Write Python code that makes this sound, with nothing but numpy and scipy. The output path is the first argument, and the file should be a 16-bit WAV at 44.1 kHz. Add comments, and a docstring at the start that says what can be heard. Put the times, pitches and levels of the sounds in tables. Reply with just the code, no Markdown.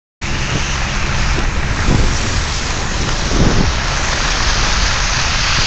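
"""A storm heard from a vehicle's cab, by the side window, in mono. After a moment of silence, everything
cuts in: wind rumbles on the microphone, roars on the panels and rushes through a window gap, while rain
hisses on the glass over a faint engine hum. Soon heavy drops tick, gusts slap the microphone and flung
water swishes. Near 3.5 s the strongest gust hits, then dies in a falling throb. Toward the end the
rain hardens, the rush through the gap grows louder and wider, and the engine fades."""
import sys
import numpy as np
from scipy import signal
from scipy.fft import rfft, irfft, next_fast_len
from scipy.io import wavfile
from scipy.ndimage import uniform_filter1d, map_coordinates

SR = 44100
rng = np.random.default_rng(int(sys.argv[2]) if len(sys.argv) > 2 else 0)


def bounce(signal):
    """Save signal as a 16-bit WAV file at the path given by the first command-line argument."""
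    frames = np.transpose(np.atleast_2d(signal))
    limited = np.clip(frames, -1, 1)
    pcm = np.round(limited * 32767).astype(np.int16)
    wavfile.write(sys.argv[1], SR, pcm)


N = 249606


def amp(db):
    """Turn decibels into a number to multiply by."""
    return 10 ** (np.asarray(db) / 20)


def unit(x):
    """Scale a signal to an average strength (rms) of 1."""
    return x / np.sqrt(np.mean(x ** 2) + 1e-20)


def clock():
    """The time of every sample, in seconds."""
    return np.arange(N) / SR


def curves(rows, t):
    """Join a table's rows with straight lines and read each column at times t."""
    times, *columns = np.transpose(rows)
    return [np.interp(t, times, column) for column in columns]


def wobble(rate):
    """A smooth curve through `rate` random points a second."""
    points = rng.standard_normal(int(N * rate / SR) + 4)
    return unit(map_coordinates(points, [np.arange(N) * rate / SR]))


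def filtered(x, response):
    """Turn each pitch in x up or down by response(hz)."""
    size = next_fast_len(N + SR // 2)
    return irfft(rfft(x, size) * response(np.fft.rfftfreq(size, 1 / SR)), size)[:N]


def coloured(x, spectrum):
    """Give x the tone in a (pitch_hz, gain_db) table, at strength 1."""
    pitches, db = np.transpose(spectrum)
    return unit(filtered(x, lambda hz: amp(np.interp(np.log(hz + 1), np.log(pitches + 1), db))))


def swept(x, gain, patchy_db):
    """Change the tone over time by gain(hz, t), with random patches like swirling air."""
    hz, t, slices = signal.stft(x, SR, nperseg=512)
    patches = uniform_filter1d(uniform_filter1d(rng.standard_normal(slices.shape), 8, 0), 12, 1)
    shaped = slices * gain(hz[:, None], t) * amp(patchy_db * unit(patches))
    return signal.istft(shaped, nperseg=512)[1][:N]


def bell(x, centre, width):
    """A smooth hump: 1 at the centre, about 0.6 one width away."""
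    return np.exp(-.5 * ((x - centre) / width) ** 2)


def patter(rate, spread_db, fade_s):
    """About `rate` uneven hits a second, each a burst of noise that drops 60 dB in fade_s."""
    hits = (rng.random(N) < rate / SR) * amp(spread_db * np.clip(rng.standard_normal(N), -2, 2))
    energy = signal.lfilter([1], [1, -amp(-120 / (fade_s * SR))], hits ** 2)
    return unit(np.sqrt(energy) * rng.standard_normal(N))


# Tone of the deep rumble and of the ragged bursts: pitch_hz, gain_db
RUMBLE_TONE = [(8, -6.5), (20, 4), (36, 1.5), (55, -2.5), (90, -7.5), (140, -12.5), (220, -21), (400, -42),
               (1000, -82.5)]
BURST_TONE = [(40, -24), (90, -0.5), (150, 2), (250, -2), (420, -3.5), (650, -12), (1200, -18), (3000, -63)]
# Steady wind on the microphone: time_s, rumble_gain_db, burst_gain_db
STEADY_WIND = [(.22, -22, -30.5), (.75, -24, -32), (1.2, -17.5, -31), (1.7, -19.5, -28), (2.05, -14, -28),
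               (2.25, -22.5, -29), (2.39, -17.5, -29.5), (2.55, -23.5, -29), (3.3, -20, -27),
               (3.62, -17.5, -28), (3.82, -21.5, -31), (4.3, -21, -28), (4.8, -17.5, -30), (5.1, -21, -36),
               (5.66, -20, -35.5)]

def buffeting():
    """Swirling air hits the microphone: a deep rumble and ragged bursts, both louder in a gust."""
    rumble_db, burst_db = curves(STEADY_WIND, clock())
    gust = gusts(clock())
    swirls = coloured(rng.standard_normal(N), RUMBLE_TONE)
    # even out the swirls' own swells, so the wind and gusts set the loudness
    strength = np.sqrt(np.abs(uniform_filter1d(swirls ** 2, size=SR // 6)))
    rumble = np.hypot(amp(rumble_db + 2), amp(-1) * gust) * swirls / strength
    ragged = rng.standard_normal(N) + amp(1) * patter(rate=200, spread_db=2.5, fade_s=0.027)
    bursts = np.hypot(amp(burst_db), gust) * coloured(ragged, BURST_TONE)
    return rumble + bursts


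# Pitches at which the panels ring: pitch_hz, width_hz, boost_db
PANEL_RINGS = [(572, 26, 4.5), (844, 35, 1.5), (1024, 45, 1.5), (1340, 38, 3), (1640, 65, 2),
               (1890, 55, 2.5), (2530, 90, 1.5)]
# Tone of the roar: pitch_hz, gain_db
ROAR_TONE = [(150, -14.5), (400, -9.5), (650, -2), (950, -0.5), (1350, -1.5), (1750, -0.5), (2100, -2.5),
             (2550, -4.5), (3000, -11), (5000, -31), (9000, -63)]
# Strength of the storm, also used by rain(): time_s, roar_gain_db, hiss_gain_db
STORM_STRENGTH = [(.22, -27.5, -30.5), (.62, -25.5, -28), (.9, -25.5, -29.5), (1.37, -24.5, -28.5),
                  (1.47, -27.5, -32.5), (1.72, -26.5, -32.5), (1.82, -24.7, -28.3), (1.94, -28, -28.5),
                  (2.2, -27, -26.5), (2.7, -27, -26), (2.92, -26.5, -29.5), (3.3, -27.3, -25.5),
                  (3.8, -24.5, -26.5), (4.33, -23, -23), (4.64, -23, -22), (5.15, -24, -23),
                  (5.45, -23, -22.5), (5.66, -24.5, -21.5)]

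def roar():
    """Wind and rain drum on the cab's panels: brighter when stronger, thinner in a strong draught."""
    def tone(hz, t):
        _, draught_db = curves(GAP_AIR, t)
        force_db, _ = curves(STORM_STRENGTH, t)
        bright_db = 0.52 * (force_db + 28) * bell(hz, 1400, 280)
        hollow_db = 0.15 * (draught_db + 33.5) * bell(hz, 650, 250)
        return amp(bright_db - hollow_db)
    def panels(hz):
        return amp(sum(db * bell(hz, pitch, width) for pitch, width, db in PANEL_RINGS))
    roar_db, _ = curves(STORM_STRENGTH, clock())
    drumming = rng.standard_normal(N) + amp(-2.5) * patter(rate=260, spread_db=3.5, fade_s=0.025)
    ringing = filtered(drumming, panels)
    body = swept(coloured(ringing, ROAR_TONE), tone, patchy_db=0.96)
    return amp(roar_db + 1.27 + 0.27 * wobble(12)) * unit(body)


# The draught through the window gap: time_s, pitch_hz, gain_db
GAP_AIR = [(.22, 2680, -27.5), (.6, 3070, -25.5), (.85, 2770, -26.5), (1.35, 2660, -28), (1.7, 2350, -30),
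           (2.0, 2560, -29.5), (3.2, 2480, -48), (4.2, 2550, -32), (5.0, 2680, -28.5), (5.66, 2820, -20)]

def window_gap():
    """Air in the gap rushes around one pitch that drifts with the wind, with little sound above it."""
    def resonance(hz, t):
        pitch_hz, _ = curves(GAP_AIR, t)
        ratio = hz / pitch_hz
        broad_peak = ratio ** 2 / np.hypot(1 - ratio ** 2, ratio / 2.8)
        return broad_peak / np.sqrt(1 + (ratio / 1.01) ** 36)
    _, draught_db = curves(GAP_AIR, clock())
    air = swept(rng.standard_normal(N), resonance, patchy_db=1.0)
    return amp(draught_db - 3.5) * unit(air)


# Tone of the rain: pitch_hz, gain_db
RAIN_TONE = [(400, -16), (1200, 1), (2400, -4), (3000, -0.5), (3500, -.5), (4600, 1), (5500, 0.5),
             (6300, -0.5), (6800, -3), (7050, -6.5), (7600, -12.5), (8100, -20), (8700, -77.5)]
# The highest part of the hiss comes and goes: time_s, boost_db
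RAIN_TREBLE = [(.22, 0), (1.1, -2.5), (2.1, 5.5), (2.55, 5), (2.85, -0.5), (3.15, 0.5), (3.65, -10),
               (4.05, 0.5), (4.4, -6.5), (5.66, -6.5)]

def rain():
    """Fine spray and countless small drops hiss on the glass, sizzling more as the rain hardens."""
    def tone(hz, t):
        _, force_db = curves(STORM_STRENGTH, t)
        treble_db, = curves(RAIN_TREBLE, t)
        sizzle_db = 0.36 * (force_db + 24) * bell(hz, 4750, 450)
        return amp(sizzle_db + treble_db * bell(hz, 7700, 550))
    _, hiss_db = curves(STORM_STRENGTH, clock())
    drops = rng.standard_normal(N) + amp(-6) * patter(rate=420, spread_db=5.0, fade_s=0.014)
    hiss = unit(swept(coloured(drops, RAIN_TONE), tone, patchy_db=1.0))
    return amp(hiss_db + 2.07 + 0.38 * wobble(16)) * hiss


# Loudness of the engine: time_s, gain_db
ENGINE_LEVEL = [(.22, -26.5), (1.45, -27.5), (2.0, -35), (3.8, -34.5), (5.66, -42.5)]
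# Tones in its hum: multiple_of_firing_rate, gain_db
ENGINE_TONES = [(1, 0), (2, 0.5), (3, -5), (4, -17), (5, -11)]

def engine():
    """The engine's firing booms softly in the cab as a stack of low tones."""
    engine_db, = curves(ENGINE_LEVEL, clock())
    firing_hz = 67.56 - 0.35 * clock()  # slows very slightly
    phase = 2 * np.pi * np.cumsum(firing_hz * (1 + 0.006 * wobble(9))) / SR
    hum = sum(amp(db + 1.2 * wobble(4.8)) * np.sin(multiple * phase + 2 * np.pi * rng.random())
              for multiple, db in ENGINE_TONES)
    return amp(engine_db) * hum


# Heavy drops landing on the cab: start_s, gain_db
DROP_HITS = [(0.388, -22.5), (0.594, -24.5), (1.390, -16), (2.543, -19.5), (3.091, -11), (3.459, -21),
             (3.882, -19), (4.058, -27), (4.277, -21.5), (4.649, -22)]

def heavy_drops():
    """Heavy drops knock on the panels, tick on the glass and die at once."""
    t, fade_s = clock(), 0.022
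    level = sum(amp(db - 60 * np.abs(t - start) / fade_s) * (t >= start) for start, db in DROP_HITS)
    knock = coloured(level * rng.standard_normal(N), ROAR_TONE)
    tick = coloured(level * rng.standard_normal(N), RAIN_TONE)
    return np.std(level) * (amp(-1.5) * knock + amp(-1) * tick)


# Gusts that hit the microphone: peak_s, gain_db, rise_s, fall_s
GUST_HITS = [(.555, -21, .028, .025), (1.385, -24, 0.035, 0.018), (1.92, -16, .025, .03),
             (2.01, -20.5, 0.021, 0.046), (2.25, -24.5, .03, .04), (3.06, -24.5, .06, 0.048),
             (3.32, -24, 0.027, 0.027), (3.455, -14.5, .08, 0.09), (3.6, -18, .02, .025),
             (5.61, -31, 0.027, 0.065)]

def gusts(t):
    """How hard the gusts push in buffeting(): each swells and dies away."""
    return sum(amp(db) * bell(t, peak, np.where(t < peak, rise, fall))
               for peak, db, rise, fall in GUST_HITS)


# Swirls of air that slap the microphone: start_s, gain_db, pace_hz
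SWIRL_HITS = [(0.555, -12, 257), (1.387, -10.5, 237), (1.880, -7.5, 335), (1.909, -2.5, 145),
              (1.924, -8.5, 189), (1.946, -4, 140), (2.243, -15, 198), (3.414, -3.5, 60.3),
              (3.468, -5.5, 126), (3.584, -12, 96.5), (4.464, -7.5, 44.7), (5.586, -8.5, 109)]

def slaps():
    """Each strong swirl is a brief push and pull of air that slows as it passes."""
    out = np.zeros(N)
    for start_s, db, pace_hz in SWIRL_HITS:
        age = np.maximum(clock() - start_s, 0) * pace_hz
        cycles = 1.78 * np.log1p(age)  # the pitch falls from 1.78 times pace_hz
        out += amp(db) * np.sin(2 * np.pi * cycles) * np.exp(-age / 1.2)
    return out


# Swishes of water and, near the end (at 3260 Hz), a wider rush of air through the window gap:
# peak_s, level_db, width_s, pitch_hz
SWISHES = [(.63, -31.5, .11, 6100), (1.27, -32.5, .08, 5060), (2.17, -24, .009, 5660),
           (2.85, -35.5, 0.16, 6620), (3.018, -24, .007, 5560), (3.117, -28, .01, 5700),
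           (3.191, -27, .01, 5640), (3.306, -37, .08, 6150), (3.579, -37.5, 0.1, 5130),
           (4.023, -32, .08, 6070), (5.1, -30, .16, 6200), (5.56, -27.5, 0.14, 3260),
           (5.57, -24.5, .11, 4640)]

def swishes():
    """Water on the glass or air in the gap swells and fades, each swish at its own pitch."""
    out = np.zeros(N)
    for peak_s, db, width_s, pitch_hz in SWISHES:
        noise = rng.standard_normal(N)
        swish = filtered(noise, lambda hz: bell(hz, pitch_hz, 420) + amp(-26) * bell(hz, 4500, 2000))
        out += amp(db) * bell(clock(), peak_s, width_s) * unit(swish)
    return out


def falling_throb():
    """As the strongest gust eases, swirls peel off the window edge ever more slowly."""
    peak_s, width_s, pitch_at_peak_hz, slowing_s = 3.683, 0.028, 75.1, 0.12
    cycles = pitch_at_peak_hz * slowing_s * np.exp(np.minimum((peak_s - clock()) / slowing_s, 2))
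    level = amp(-9 + 1.2 * wobble(40)) * bell(clock(), peak_s, width_s)
    return level * np.sin(2 * np.pi * (cycles + rng.random()))


def scene():
    """Everything meets at one microphone."""
    steady = buffeting() + roar() + window_gap() + rain() + engine()
    mono = steady + heavy_drops() + slaps() + swishes() + falling_throb()
    return np.array([mono, mono])


def record(dry):
    """The sound cuts in, with its biggest peaks rounded off and its highest pitches removed."""
    start_s, fade_in_s, top_hz = 0.213, 0.011, 8550
    opened = dry * np.clip((clock() - start_s) / fade_in_s, 0, 1)
    rounded = opened / (1 + np.abs(opened) ** 8) ** (1 / 8)
    return np.array([filtered(side, lambda hz: hz < top_hz) for side in rounded])


dry = scene()
out = record(dry)
bounce(out)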